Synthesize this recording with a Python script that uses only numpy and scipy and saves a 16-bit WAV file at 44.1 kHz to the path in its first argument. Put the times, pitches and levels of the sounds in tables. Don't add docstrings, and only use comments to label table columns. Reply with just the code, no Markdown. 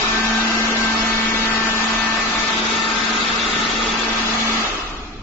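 import sys
import numpy as np
from scipy import signal
from scipy.io import wavfile
from scipy.ndimage import uniform_filter1d

SR = 44100
rng = np.random.default_rng(int(sys.argv[2]) if len(sys.argv) > 2 else 0)


def linear_from_db(decibels):
    return 10 ** (np.asarray(decibels, float) / 20)


def to_wav(sig):
    pcm = np.clip(np.atleast_2d(sig), -1, 1) * 32767
    pcm = np.round(pcm).astype(np.int16)
    wavfile.write(sys.argv[1], SR, pcm.T)


N = 230334
WINDOW, HOP = 1024, 256


def curves(table, t):
    s, *columns = np.transpose(table)
    return [np.interp(t, s, column) for column in columns]


def over(table, hz):
    f, value = np.transpose(table)
    return np.interp(np.log(hz + 1), np.log(f), value)


def walk(shape, *spans):
    x = rng.standard_normal(shape)
    for axis, span in enumerate(spans):
        size = max(int(span), 1)
        x = uniform_filter1d(uniform_filter1d(x, size, axis=axis), size, axis=axis)
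    return x / x.std()


def grid():
    hz = np.arange(WINDOW // 2 + 1)[:, None] * SR / WINDOW
    return hz, np.arange(-(-N // HOP) + 1) * HOP / SR


def noise(db, like, lean_db):
    mid, side = signal.stft(rng.standard_normal((2, N)), nperseg=WINDOW, noverlap=WINDOW - HOP)[2]
    like = np.clip(like, -1, 1)
    mid = mid * np.sqrt((1 + like) / 2)
    side = side * np.sqrt((1 - like) / 2)
    left = (mid + side) * linear_from_db(db + lean_db / 2)
    right = (mid - side) * linear_from_db(db - lean_db / 2)
    return signal.istft(np.array([left, right]), nperseg=WINDOW, noverlap=WINDOW - HOP)[1][:, :N]


def per_hz(db, hz, lo_hz, hi_hz):
    inside = (hz[:, 0] >= lo_hz) & (hz[:, 0] < hi_hz)
    return db - 10 * np.log10(np.sum(linear_from_db(2 * db[inside, 0])) / len(hz))


# overtone_number, start_s, length_s, level_db
LOUD_SPOTS = [(4, .15, .35, -35), (4, .8, 1.4, -36), (4, 2.3, .75, -36), (7, .13, .32, -27),
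              (7, .45, .3, -31), (7, .75, .18, -28), (7, 1.0, 1.2, -38), (7, 2.9, .3, -37),
              (7, 3.95, .25, -36), (8, .1, .28, -31), (8, .85, .6, -35), (8, 1.45, .78, -29.5),
              (8, 2.25, .3, -36), (8, 2.75, .12, -35), (8, 3.55, .42, -37), (9, .35, .3, -38),
              (9, 1.0, .8, -37), (9, 1.85, .75, -39), (9, 3.55, .3, -39), (10, .85, .6, -33),
              (10, 1.9, .35, -39), (10, 2.35, .2, -36), (10, 2.62, .15, -37), (10, 4.35, .2, -43),
              (20, .18, .48, -39), (20, .8, .45, -37), (20, 1.43, .15, -39), (20, 1.97, .2, -39),
              (20, 2.74, .14, -40), (20, 3.8, .75, -46)]


def heard_db(order, quiet_db, trim_db, t):
    edge_s = .04
    gain = linear_from_db(quiet_db) + 0 * t
    for k, start, length, db in LOUD_SPOTS:
        if k == order:
            inside_s = np.minimum(t - start, start + length - t)
            gain = gain + linear_from_db(db + trim_db) * np.clip(inside_s / edge_s + .5, 0, 1)
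    return 20 * np.log10(gain)


# time_s, pitch_hz
SHAFT_SPEED = [(0, 220.3), (.15, 222.2), (.6, 224.5), (.75, 224.3), (.92, 223), (2.15, 223), (2.55, 222.2),
               (2.8, 223.1), (3.2, 225), (4.0, 225.4), (4.45, 225), (4.6, 224.3)]
# time_s, level_db
SHAFT_HUM = [(0.0, -37), (0.14, -29.5), (0.33, -25.5), (1.89, -29), (2.49, -36.5), (2.64, -29.5),
             (2.68, -33), (3.21, -33), (3.7, -33), (4.15, -31), (4.48, -27), (4.58, -27)]
SWELLING = (4, 7, 8, 9, 10, 20)
# quiet_spot_level_db, loud_spot_trim_db
QUIET_SPOTS = [(-43, -5.5), (-44.5, -3), (-44.5, -2.5), (-41.5, -9), (-46, -2.5), (-57, -0.5)]
# overtone_number, level_db
WEAK_OVERTONES = [(2, -50.5), (3, -48), (5, -42), (6, -43), (11, -48), (12, -42)]
# overtone_number, level_db
OPPOSITE_OVERTONES = [(3, -52), (4, -43), (5, -39), (6, -46), (7, -36), (8, -35), (9, -39), (10, -39),
                      (12, -45), (20, -43)]


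def motor():
    cut_s, fade_db_s = 4.61, 400
    t = np.arange(N) / SR
    hz, = curves(SHAFT_SPEED, t)
    hum_db, = curves(SHAFT_HUM, t)
    turn = 2 * np.pi * np.cumsum(hz) / SR
    power = linear_from_db(-fade_db_s * np.maximum(t - cut_s, 0))
    away_db = -1.0 * t

    def drift(span):
        frames = walk(N // HOP + 2, span)
        return np.interp(t * SR / HOP, np.arange(len(frames)), frames)

    def partial(k, db, fade_db, span=30):
        fade = drift(span)
        wobble = drift(10)
        phase = k * turn + 0.061 * k * wobble + 2 * np.pi * rng.random()
        return np.sqrt(2) * linear_from_db(db + fade_db * fade) * np.sin(phase)

    mid = partial(1, hum_db, .26)
    for k, (quiet_db, trim_db) in zip(SWELLING, QUIET_SPOTS):
        mid = mid + partial(k, heard_db(k, quiet_db, trim_db, t), 1.4, span=10)
    mid = mid + sum(partial(k, db + away_db - 1, 3.5) for k, db in WEAK_OVERTONES)
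    side = sum(partial(k, db + 1 + away_db / 2, 2.5) for k, db in OPPOSITE_OVERTONES)
    ports = np.array([mid + side, mid - side])
    upper = signal.sosfiltfilt(signal.butter(3, 1850, "high", fs=SR, output="sos"), ports)
    return power * (ports + np.array([[.4], [-.4]]) * upper)


def coast():
    slot_hz, start_s, slowest_share, slowing_s = 4490, 4.585, .5, .18
    level_db, fade_db_s = -31, 50
    after = np.arange(N) / SR - start_s
    speed = slowest_share + (1 - slowest_share) * np.exp(-np.maximum(after, 0) / slowing_s)
    turn = 2 * np.pi * np.cumsum(slot_hz * speed) / SR
    db = level_db - fade_db_s * after + 4 * np.repeat(walk(N // HOP + 1, 5), HOP)[:N]
    rise = np.clip(after / .07, 0, 1) ** 2
    return np.sqrt(2) * linear_from_db(db) * rise * np.sin([turn, turn + 2.2])


def raised(t):
    raise_s, raise_lasts_s, lower_s, lower_lasts_s = 1.84, 1, 3.95, 0.21
    up = np.clip((t - raise_s) / raise_lasts_s, 0, 1)
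    return up * np.clip(1 - (t - lower_s) / lower_lasts_s, 0, 1)


# pitch_hz, level_db (per Hz)
AIR_COLOUR = [(140, -28.5), (200, -10), (270, -19.5), (400, -14), (520, -17.5), (900, -11), (1030, -11),
              (1300, -11.5), (1600, -10.5), (2000, -12.5), (2600, -13), (4500, -16), (7400, -21.5),
              (7900, -54)]
# pitch_hz, width_hz, boost_db
DUCT_RINGS = [(312.4, 38, 8), (417, 55, 6), (712, 80, 5), (1000, 100, -2), (1264, 176, 7), (1560, 52, -2),
              (1975, 74, -1.5), (2000, 64, 3.5), (2540, 140, 3), (3510, 150, 3), (3730, 780, 3),
              (4030, 69, 1), (5210, 220, 0)]
# pitch_hz, fade_db_per_s
AIR_FADE = [(210, 42), (320, 19.5), (700, 30), (1250, 43.5), (2500, 37.5), (6000, 39.5)]
# pitch_hz, change_db
RAISED_COLOUR = [(300, 2), (700, -1), (1250, 0.5), (2200, -0.5), (3500, -0.5), (7000, 1)]
# pitch_hz, likeness (-1 to 1)
PORT_LIKENESS = [(170, .99), (290, .98), (500, .75), (900, .5), (1300, .35), (1700, .05), (2100, .1),
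                 (2600, .2), (4200, -.05), (7000, -.05)]
# pitch_hz, share of the left lean
LEFT_LEAN = [(500, 0), (900, -0.5), (1400, -.1), (2500, 1.8), (4100, .9), (7000, 0.5)]


def air():
    flow_db, start_boost_db, spin_up_s = -29.5, 0.5, 0.13
    sag_s, hiss_sags_early_s = 4.67, 0.072
    ring_grows_s, ring_grows_db_s, ring_sinks_hz_s = 2.2, 1.1, 35
    nozzle_alike_low, nozzle_alike_raised = -.62, .55
    lean_db, raised_lean_db = 2, 1
    hz, t = grid()
    up = raised(t)
    early_s = hiss_sags_early_s / (1 + (2600 / (hz + 1)) ** 4)
    sagging_s = np.maximum(t - sag_s + early_s, 0)
    level_db = flow_db + start_boost_db * np.exp(-t / spin_up_s) - over(AIR_FADE, hz) * sagging_s
    rings_db = sum(db / (1 + (2 * (hz - f) / w) ** 2) for f, w, db in DUCT_RINGS)
    colour = over(AIR_COLOUR, hz) + rings_db

    high = 1 / (1 + (3000 / (hz + 1)) ** 8)
    shape = (len(hz), len(t))
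    swell = 1.2 * walk(shape, 3, 60)
    swell = swell + 1.5 * walk(shape, 2, 14) / (1 + (hz / 600) ** 4)
    swell = swell + 1.5 * high * walk(shape, 14, 3)
    growing_s = np.maximum(t - ring_grows_s, 0)
    ring_db = 1.3 * walk(len(t), 5) + ring_grows_db_s * growing_s
    swell = swell + ring_db / (1 + ((hz - 1280 + ring_sinks_hz_s * growing_s) / 120) ** 4)

    db = per_hz(colour, hz, 1000, 1480) + level_db + over(RAISED_COLOUR, hz) * up + swell + 1.5
    nozzle_alike = nozzle_alike_low + (nozzle_alike_raised - nozzle_alike_low) * up
    like = over(PORT_LIKENESS, hz) + nozzle_alike / (1 + ((hz - 3630) / 260) ** 2)
    return noise(db, like, over(LEFT_LEAN, hz) * (lean_db + raised_lean_db * up))


# pitch_hz, level_db (per Hz)
RUMBLE_COLOUR = [(12, -18), (22, -12), (36, -7.5), (45, -19.5), (65, -15), (80, -18), (100, -16),
                 (125, -24), (170, -25), (300, -16.5), (420, -35.5), (1000, -46.5), (7000, -55)]


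def hall():
    rumble_level_db, drone_hz, drone_level_db = -45.5, 34.1, -40
    dip_s, dip_width_s, dip_db = 2.9, .8, -5
    hz, t = grid()
    rumble_db = per_hz(over(RUMBLE_COLOUR, hz), hz, 45, 170) + rumble_level_db
    rumble = noise(rumble_db + 1.5 * walk((len(hz), len(t)), 2, 40), .982, 0 * hz)
    s = np.arange(N) / SR
    waver = np.interp(np.arange(N) / HOP, np.arange(len(t)), walk(len(t), 9))
    drone_db = drone_level_db + dip_db * np.exp(-((s - dip_s) / dip_width_s) ** 2) + 3.5 * waver
    port_phase = np.array([[-.07], [.07]]) * (1 + .6 * waver[::-1])
    drone = np.sqrt(2) * linear_from_db(drone_db) * np.sin(2 * np.pi * drone_hz * s + .5 * waver + port_phase)
    return rumble + drone


def scene():
    return motor() + coast() + air() + hall()


# pitch_hz, width_hz, weakness_db
WEAK_BANDS = [(1010, 80, 3), (1450, 70, 2), (1670, 90, 3), (1900, 90, 2.5), (2350, 90, 2), (3000, 120, 1.5),
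              (3600, 260, 3.8), (4050, 150, 3.2), (4300, 120, 2.6), (5500, 500, 1.8)]


def starve(x, depth_db=30.):
    hz, t = grid()
    z = signal.stft([x[0] + x[1], x[0] - x[1]], nperseg=WINDOW, noverlap=WINDOW - HOP)[2]
    power = np.abs(z) ** 2 + 1e-18
    band = uniform_filter1d(uniform_filter1d(power, size=3, axis=1), size=8, axis=2)
    mask = uniform_filter1d(uniform_filter1d(power, size=15, axis=1), size=24, axis=2)
    weak_db = sum(db / (1 + (2 * (hz - f) / w) ** 4) for f, w, db in WEAK_BANDS)
    spare_db = 4.5 + 40 / (1 + (hz / 750) ** 10) - weak_db
    weaker_db = np.clip(10 * np.log10(2 * mask / mask.sum(axis=0)), -6, 3)
    luck = .8 * walk(z.shape, 1, 4, 6) + 1.25 * walk(z.shape[1:], 4, 6)
    budget_db = 7 * np.log10(band / mask) + .6 * weaker_db + 1.25 * luck + spare_db
    slices = 1.9 - walk(z.shape, 1, 12, 2) - walk(z.shape[1:], 12, 2) + 3 / (1 + (hz / 3700) ** 10)
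    faint = (power < .2 * mask) * (hz > 900)
    lost = np.clip(-budget_db / .7, 0, 1) + .7 * np.clip(-slices / .3, 0, 1) + .4 * faint
    edge_hz = 7530 - 45 * np.abs(walk(len(t), 11)) ** 1.8
    kept = z * linear_from_db(-depth_db * lost) * (hz < edge_hz)
    mid, side = signal.istft(kept, nperseg=WINDOW, noverlap=WINDOW - HOP)[1][:, :N]
    return np.array([mid + side, mid - side]) / 2


def low_pass(x):
    return signal.sosfilt(signal.butter(12, 7610, fs=SR, output="sos"), x)


def record(dry):
    rounded = np.tanh(0.63 * dry) / 0.58
    mix = starve(rounded)
    return low_pass(mix)


dry = scene()
out = record(dry)
to_wav(out)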